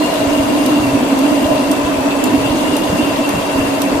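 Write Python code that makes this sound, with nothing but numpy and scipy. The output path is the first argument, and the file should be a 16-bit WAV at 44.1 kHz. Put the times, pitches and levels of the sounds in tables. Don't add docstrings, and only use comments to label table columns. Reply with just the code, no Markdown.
import sys
import numpy as np
from scipy import signal
from scipy.fft import rfft, irfft
from scipy.io import wavfile
from scipy.ndimage import uniform_filter1d

SR = 44100
rng = np.random.default_rng(int(sys.argv[2]) if len(sys.argv) > 2 else 0)


def digitize_waveform(pressure):
    field = np.atleast_2d(pressure).T
    bounded = np.clip(field, -1, 1)
    quanta = np.round(bounded * 32767).astype(np.int16)
    wavfile.write(sys.argv[1], SR, quanta)


N = 176400
TIME_S = np.arange(N) / SR

# freq_hz, relative_density_db
HISS_SPECTRUM = [(30, 0.5), (60, -5.5), (120, 5.5), (300, -1), (450, 6), (800, 7.5), (1250, 0),
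                 (1800, -2.5), (3100, -4), (4200, -10.5), (5300, -14.5), (7200, -11.5), (8400, -18.5),
                 (9500, -12.5), (11800, -19), (13500, -15.5), (15000, -28.5)]
# freq_hz, pan_db (positive is left)
HISS_BALANCE = [(100, 0), (800, 0.4), (1400, 1.8), (3300, 3.5), (4800, 3), (6200, 6), (7900, -4), (9500, 0),
                (12500, 2.5), (15000, 1)]
# freq_hz, correlation
HISS_CORRELATION = [(60, 0.83), (250, 0.93), (500, 0.89), (1000, 0.013), (4000, 0), (14000, 0)]
# start_s, level_db, rise_s
GRAIN_CRUNCHES = [(.67, -38, .04), (1.44, -27, 0.0061), (2.107, -23, 0.003), (3.159, -22, 0.0023),
                  (3.818, -28, 0.0022)]
# time_s, pitch_hz, level_db
STONE_SQUEAL = [(0, 4250, -31), (.11, 4220, -38), (.15, 3990, -34), (.23, 3980, -38.5), (.32, 4000, -65)]
# start_s, scuff_db, ping_db
BELT_TICKS = [(.139, -36.5, -48), (.66, -28.5, -32), (1.188, -35, -45), (1.713, -28.5, -35),
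              (2.239, -31, -15.5), (2.765, -29.5, -36), (3.29, -31.5, -42), (3.817, -29, -38)]
# freq_hz, width_hz, gain_db
SCUFF_MODES = [(3450, 690, 3.5), (5660, 1300, 4), (8240, 470, 1), (8990, 440, 1), (11160, 520, 3.5),
               (13200, 3100, 4)]
# freq_hz, width_hz, gain_db
METAL_PING_MODES = [(7320, 410, -0.5), (10040, 1400, -9), (13100, 1400, -6)]
# peak_s, level_db
BELT_KNOCKS = [(0.276, -17), (0.402, -14.5), (.803, -18), (0.939, -21), (1.458, -15.5), (1.851, -16.5),
               (1.99, -19), (2.384, -16), (2.509, -15.5), (2.902, -15), (3.033, -18), (3.56, -17),
               (3.957, -19)]
# start_s, level_db
FRAME_SHUDDERS = [(.425, -28), (.825, -29), (.91, -25.5), (1.49, -27), (2.395, -25.5), (3.33, -25.5),
                  (3.575, -25)]
# time_s, pitch_hz
DRIVE_SPEED = [(0, 8303), (.7, 8335), (1.0, 7922), (1.3, 8238), (1.47, 8304), (1.7, 8110), (2.03, 7761),
               (2.25, 8065), (2.72, 8376), (3.0, 8230), (3.2, 8102), (3.58, 8170), (4, 8025)]
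# pitch_hz, width_hz, level_db, pan_db
DRIVE_WHINES = [(2741, 53, -33, 5), (4684, 37, -44, 4), (8190, 36, -43, -19)]
# peak_s, boost_db
WHINE_CHIRPS = [(.052, 8.5), (.349, 7), (.762, 6.5), (.84, 4), (1.098, 6), (2.112, 10), (2.465, 10.5),
                (2.74, 3), (2.995, 10), (3.05, 8), (3.105, 4.5), (3.26, 9), (3.38, 5), (3.545, 5),
                (3.603, 9), (3.67, 6), (3.96, -2)]
# freq_hz, width_hz, level_db, pan_db
METAL_SINGING = [(11160, 130, -52.5, -6)]
# start_s, level_db
HOUSING_GROANS = [(2.92, -17.5), (3.325, -18.5), (3.835, -22)]
# freq_hz, width_hz, level_db, correlation, pan_db
HOUSING_MODES = [(195.3, 39, -34, 0.59, -2.5), (361, 106, -27, 0.65, 5.5), (533, 87, -28.5, .6, -7.5),
                 (697, 97, -40, 0.3, -9), (967, 130, -29, 0.31, 0), (1018, 53, -33, 0.071, 5)]
# time_s, level_db
RING_LEVEL = [(0, -25), (.15, -18.5), (.55, -22.5), (1.15, -26.5), (1.3, -20.5), (1.37, -25.5),
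              (1.52, -14.5), (1.62, -25.5), (1.92, -22), (2.8, -25.5), (4, -23.5)]
# time_s, level_db
DRONE_LEVEL = [(0, -14), (.1, -25), (.28, -16.5), (.39, -17), (.8, -15), (1.08, -19), (1.22, -12.5),
               (1.36, -13.5), (1.46, -18), (2.2, -19), (2.3, -13.5), (2.42, -18.5), (2.8, -17.5),
               (2.93, -24), (3.05, -20.5), (3.28, -23), (3.36, -25), (3.5, -24.5), (3.6, -16), (3.76, -20),
               (4, -16.5)]
# peak_s, boost_db
DRONE_SURGES = [(.383, 5.5), (.556, 5), (.738, 7), (.96, 5), (1.025, 7), (1.132, 6), (1.503, 3),
                (1.705, 4.5), (2.07, 5), (2.335, 4.5), (2.54, 5.5), (3.005, 10.5), (3.08, 5), (3.202, 10.5),
                (3.285, 6.5), (3.66, -1), (3.945, -0.5)]


def from_db(db):
    return 10 ** (np.asarray(db) / 20)


def unit_rms(x):
    return x / np.sqrt(np.mean(x ** 2) + 1e-20)


def curve(rows):
    return np.interp(TIME_S, *np.transpose(rows))


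def at_hz(rows, hz):
    freq_hz, value = np.transpose(rows)
    return np.interp(np.log(hz), np.log(freq_hz), value)


def pan(db):
    return unit_rms(from_db(np.array([[db], [-db]]) / 2))


def stereo_noise(correlation):
    mid, side = rng.standard_normal((2, N))
    return (np.sqrt(1 + correlation) * mid + np.sqrt(1 - correlation) * side * [[1], [-1]]) / np.sqrt(2)


def band(x, edges_hz):
    return unit_rms(signal.sosfilt(signal.butter(2, edges_hz, "band", fs=SR, output="sos"), x))


def resonance(hz, width_hz, correlation=0):
    r = np.exp(-np.pi * width_hz / np.sqrt(np.sqrt(2) - 1) / SR)
    section = [1 - r, 0, r - 1, 1, -2 * r * np.cos(2 * np.pi * hz / SR), r * r]
    return unit_rms(signal.sosfilt([section, section], stereo_noise(correlation)))


def drift(rate_hz):
    freq_hz = np.arange(N // 2 + 1) * SR / N
    return unit_rms(irfft(rfft(rng.standard_normal(N)) / (1 + (freq_hz / rate_hz) ** 2), N))


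def swells(events, rise_s):
    envelope = np.zeros(N)
    for start_s, level_db in events:
        age = np.clip((TIME_S - start_s) / rise_s, 0, 20)
        envelope += from_db(level_db) * age * np.exp(1 - age)
    return envelope


def flares(events, sigma_s):
    return from_db(sum(db * np.exp(-((TIME_S - peak_s) / sigma_s) ** 2 / 2) for peak_s, db in events))


def friction_tone(hz, width_hz, correlation, evenness=0, settle_s=0.084):
    offset_hz = np.fft.fftfreq(N, 1 / SR)
    noise = stereo_noise(correlation) + 1j * stereo_noise(correlation)
    flutter = np.fft.ifft(np.fft.fft(noise) / (1 + (offset_hz / width_hz) ** 2))
    flutter /= np.sqrt(np.mean(abs(flutter) ** 2, axis=0)) ** evenness
    flutter /= np.sqrt(uniform_filter1d(np.mean(abs(flutter) ** 2, axis=0), size=int(settle_s * SR)))
    carrier = np.exp(2j * np.pi * np.cumsum(hz * np.ones(N)) / SR)
    return unit_rms((flutter * carrier).real)


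def speed():
    pitch_hz = curve(DRIVE_SPEED)
    return pitch_hz / pitch_hz.mean()


def throb(depth, turn_hz=10.76, peak_s=0.035):
    return 1 + depth * np.cos(2 * np.pi * turn_hz * (TIME_S - peak_s))


def room(x, t60_s=0.098, gap_s=0.012, gain_db=-9):
    t = TIME_S[:SR // 2]
    tail = rng.standard_normal((2, len(t))) * from_db(-60 * t / t60_s) * (t > gap_s)
    tail = unit_rms(tail) / np.sqrt(len(t))
    return from_db(gain_db) * signal.fftconvolve(x, tail, axes=1)[:, :N]


def slurry(level_db=-21, flicker_db=1.86, treble_hz=2500):
    edges_hz = np.r_[np.geomspace(22, 4700, 22), np.linspace(5500, 15900, 14)]
    treble_gain = speed() ** 4.1
    hiss = 0
    for low_hz, high_hz in zip(edges_hz, edges_hz[1:]):
        hz = np.sqrt(low_hz * high_hz)
        density_db = at_hz(HISS_SPECTRUM, hz) + flicker_db * drift(rate_hz=18.4)
        gain = from_db(density_db) * np.sqrt(high_hz - low_hz) * (treble_gain if hz > treble_hz else 1)
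        noise = band(stereo_noise(at_hz(HISS_CORRELATION, hz)), (low_hz, high_hz))
        hiss += gain * pan(at_hz(HISS_BALANCE, hz)) * noise
    return from_db(level_db) * unit_rms(hiss)


def grit(grains_per_s=600, spread_db=3, fine_db=-37):
    sizes = from_db(spread_db * np.minimum(rng.exponential(1, (2, N)), 4))
    signs = rng.choice([-1, 1], (2, N))
    cracks = rng.random(N) < grains_per_s / SR
    fine = band(sizes * signs * cracks, edges_hz=(1660, 7100))
    crunches = sum(swells([(start_s, db)], rise_s) for start_s, db, rise_s in GRAIN_CRUNCHES)
    coarse = crunches * band(stereo_noise(0), edges_hz=(2900, 3960))
    return pan(db=4) * (from_db(fine_db) * fine + coarse)


def stone_squeal():
    rows = np.array(STONE_SQUEAL)
    pitch_hz, level_db = curve(rows[:, :2]), curve(rows[:, ::2])
    return friction_tone(pitch_hz, width_hz=110, correlation=0) * from_db(level_db)


def belt_ticks():
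    start_s, scuff_db, ping_db = np.transpose(BELT_TICKS)
    scuff = sum(from_db(db) * resonance(hz, width_hz) for hz, width_hz, db in SCUFF_MODES)
    ping = sum(from_db(db) * resonance(hz, width_hz) for hz, width_hz, db in METAL_PING_MODES)
    scuff *= swells(zip(start_s, scuff_db), rise_s=0.0023)
    ping *= swells(zip(start_s, ping_db), rise_s=0.0014)
    return pan(db=-1) * (scuff + ping)


def belt_knocks(sigma_s=0.0027):
    pushes = np.zeros(N)
    for peak_s, level_db in BELT_KNOCKS:
        u = np.clip((TIME_S - peak_s) / sigma_s, -10, 10)
        pushes += from_db(level_db) * (1 - u ** 2) * np.exp(-u ** 2 / 2)
    return pushes


def frame_shudders():
    tone = friction_tone(hz=120, width_hz=41, correlation=0.98, evenness=0.6)
    return tone * swells(FRAME_SHUDDERS, rise_s=0.027)


def drive(flutter_db=0.8):
    lowest, *upper = [from_db(db) * pan(pan_db) * friction_tone(hz * speed(), width_hz, correlation=0.16)
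                      for hz, width_hz, db, pan_db in DRIVE_WHINES]
    singing = sum(from_db(db) * pan(pan_db) * resonance(hz, width_hz)
                  for hz, width_hz, db, pan_db in METAL_SINGING)
    flutter = from_db(flutter_db * drift(rate_hz=16))
    gain = speed() ** 3.8 * flares(WHINE_CHIRPS, sigma_s=0.015) * flutter
    return lowest * gain + sum(upper) * gain ** 0.48 + singing


def housing_groans():
    tone = friction_tone(hz=189.5, width_hz=18, correlation=0.93, evenness=0.32)
    return tone * swells(HOUSING_GROANS, rise_s=0.018)


def housing_ring():
    ring = friction_tone(hz=631.4, width_hz=39, correlation=0.45) * from_db(curve(RING_LEVEL))
    modes = sum(from_db(db) * pan(pan_db) * resonance(hz, width_hz, correlation)
                for hz, width_hz, db, correlation, pan_db in HOUSING_MODES)
    return (ring + modes) * throb(depth=0.068)


def housing_drone(base_hz=284.1, left_lag_s=0.00015, undertone_db=-9.5):
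    pitch_hz = base_hz * speed() ** 0.606
    left, right = friction_tone(pitch_hz, width_hz=16.7, correlation=0.94, evenness=0.4)
    tone = np.array([np.interp(TIME_S - left_lag_s, TIME_S, left), right])
    undertone = from_db(undertone_db) * resonance(hz=247.3, width_hz=27.4, correlation=0.85)
    gain = from_db(curve(DRONE_LEVEL)) * flares(DRONE_SURGES, sigma_s=0.012) * throb(depth=0.17)
    return pan(db=-2.5) * (tone + undertone) * gain


def scene():
    sharp = belt_ticks() + grit()
    housing = housing_drone() + housing_ring() + housing_groans()
    machine = housing + slurry() + drive() + stone_squeal() + belt_knocks() + frame_shudders()
    return machine + sharp + room(sharp)


def record(dry):
    cutoff_hz = 15300
    return signal.sosfilt(signal.ellip(10, 0.1, 90, cutoff_hz, fs=SR, output="sos"), dry)


dry = scene()
out = record(dry)
digitize_waveform(out)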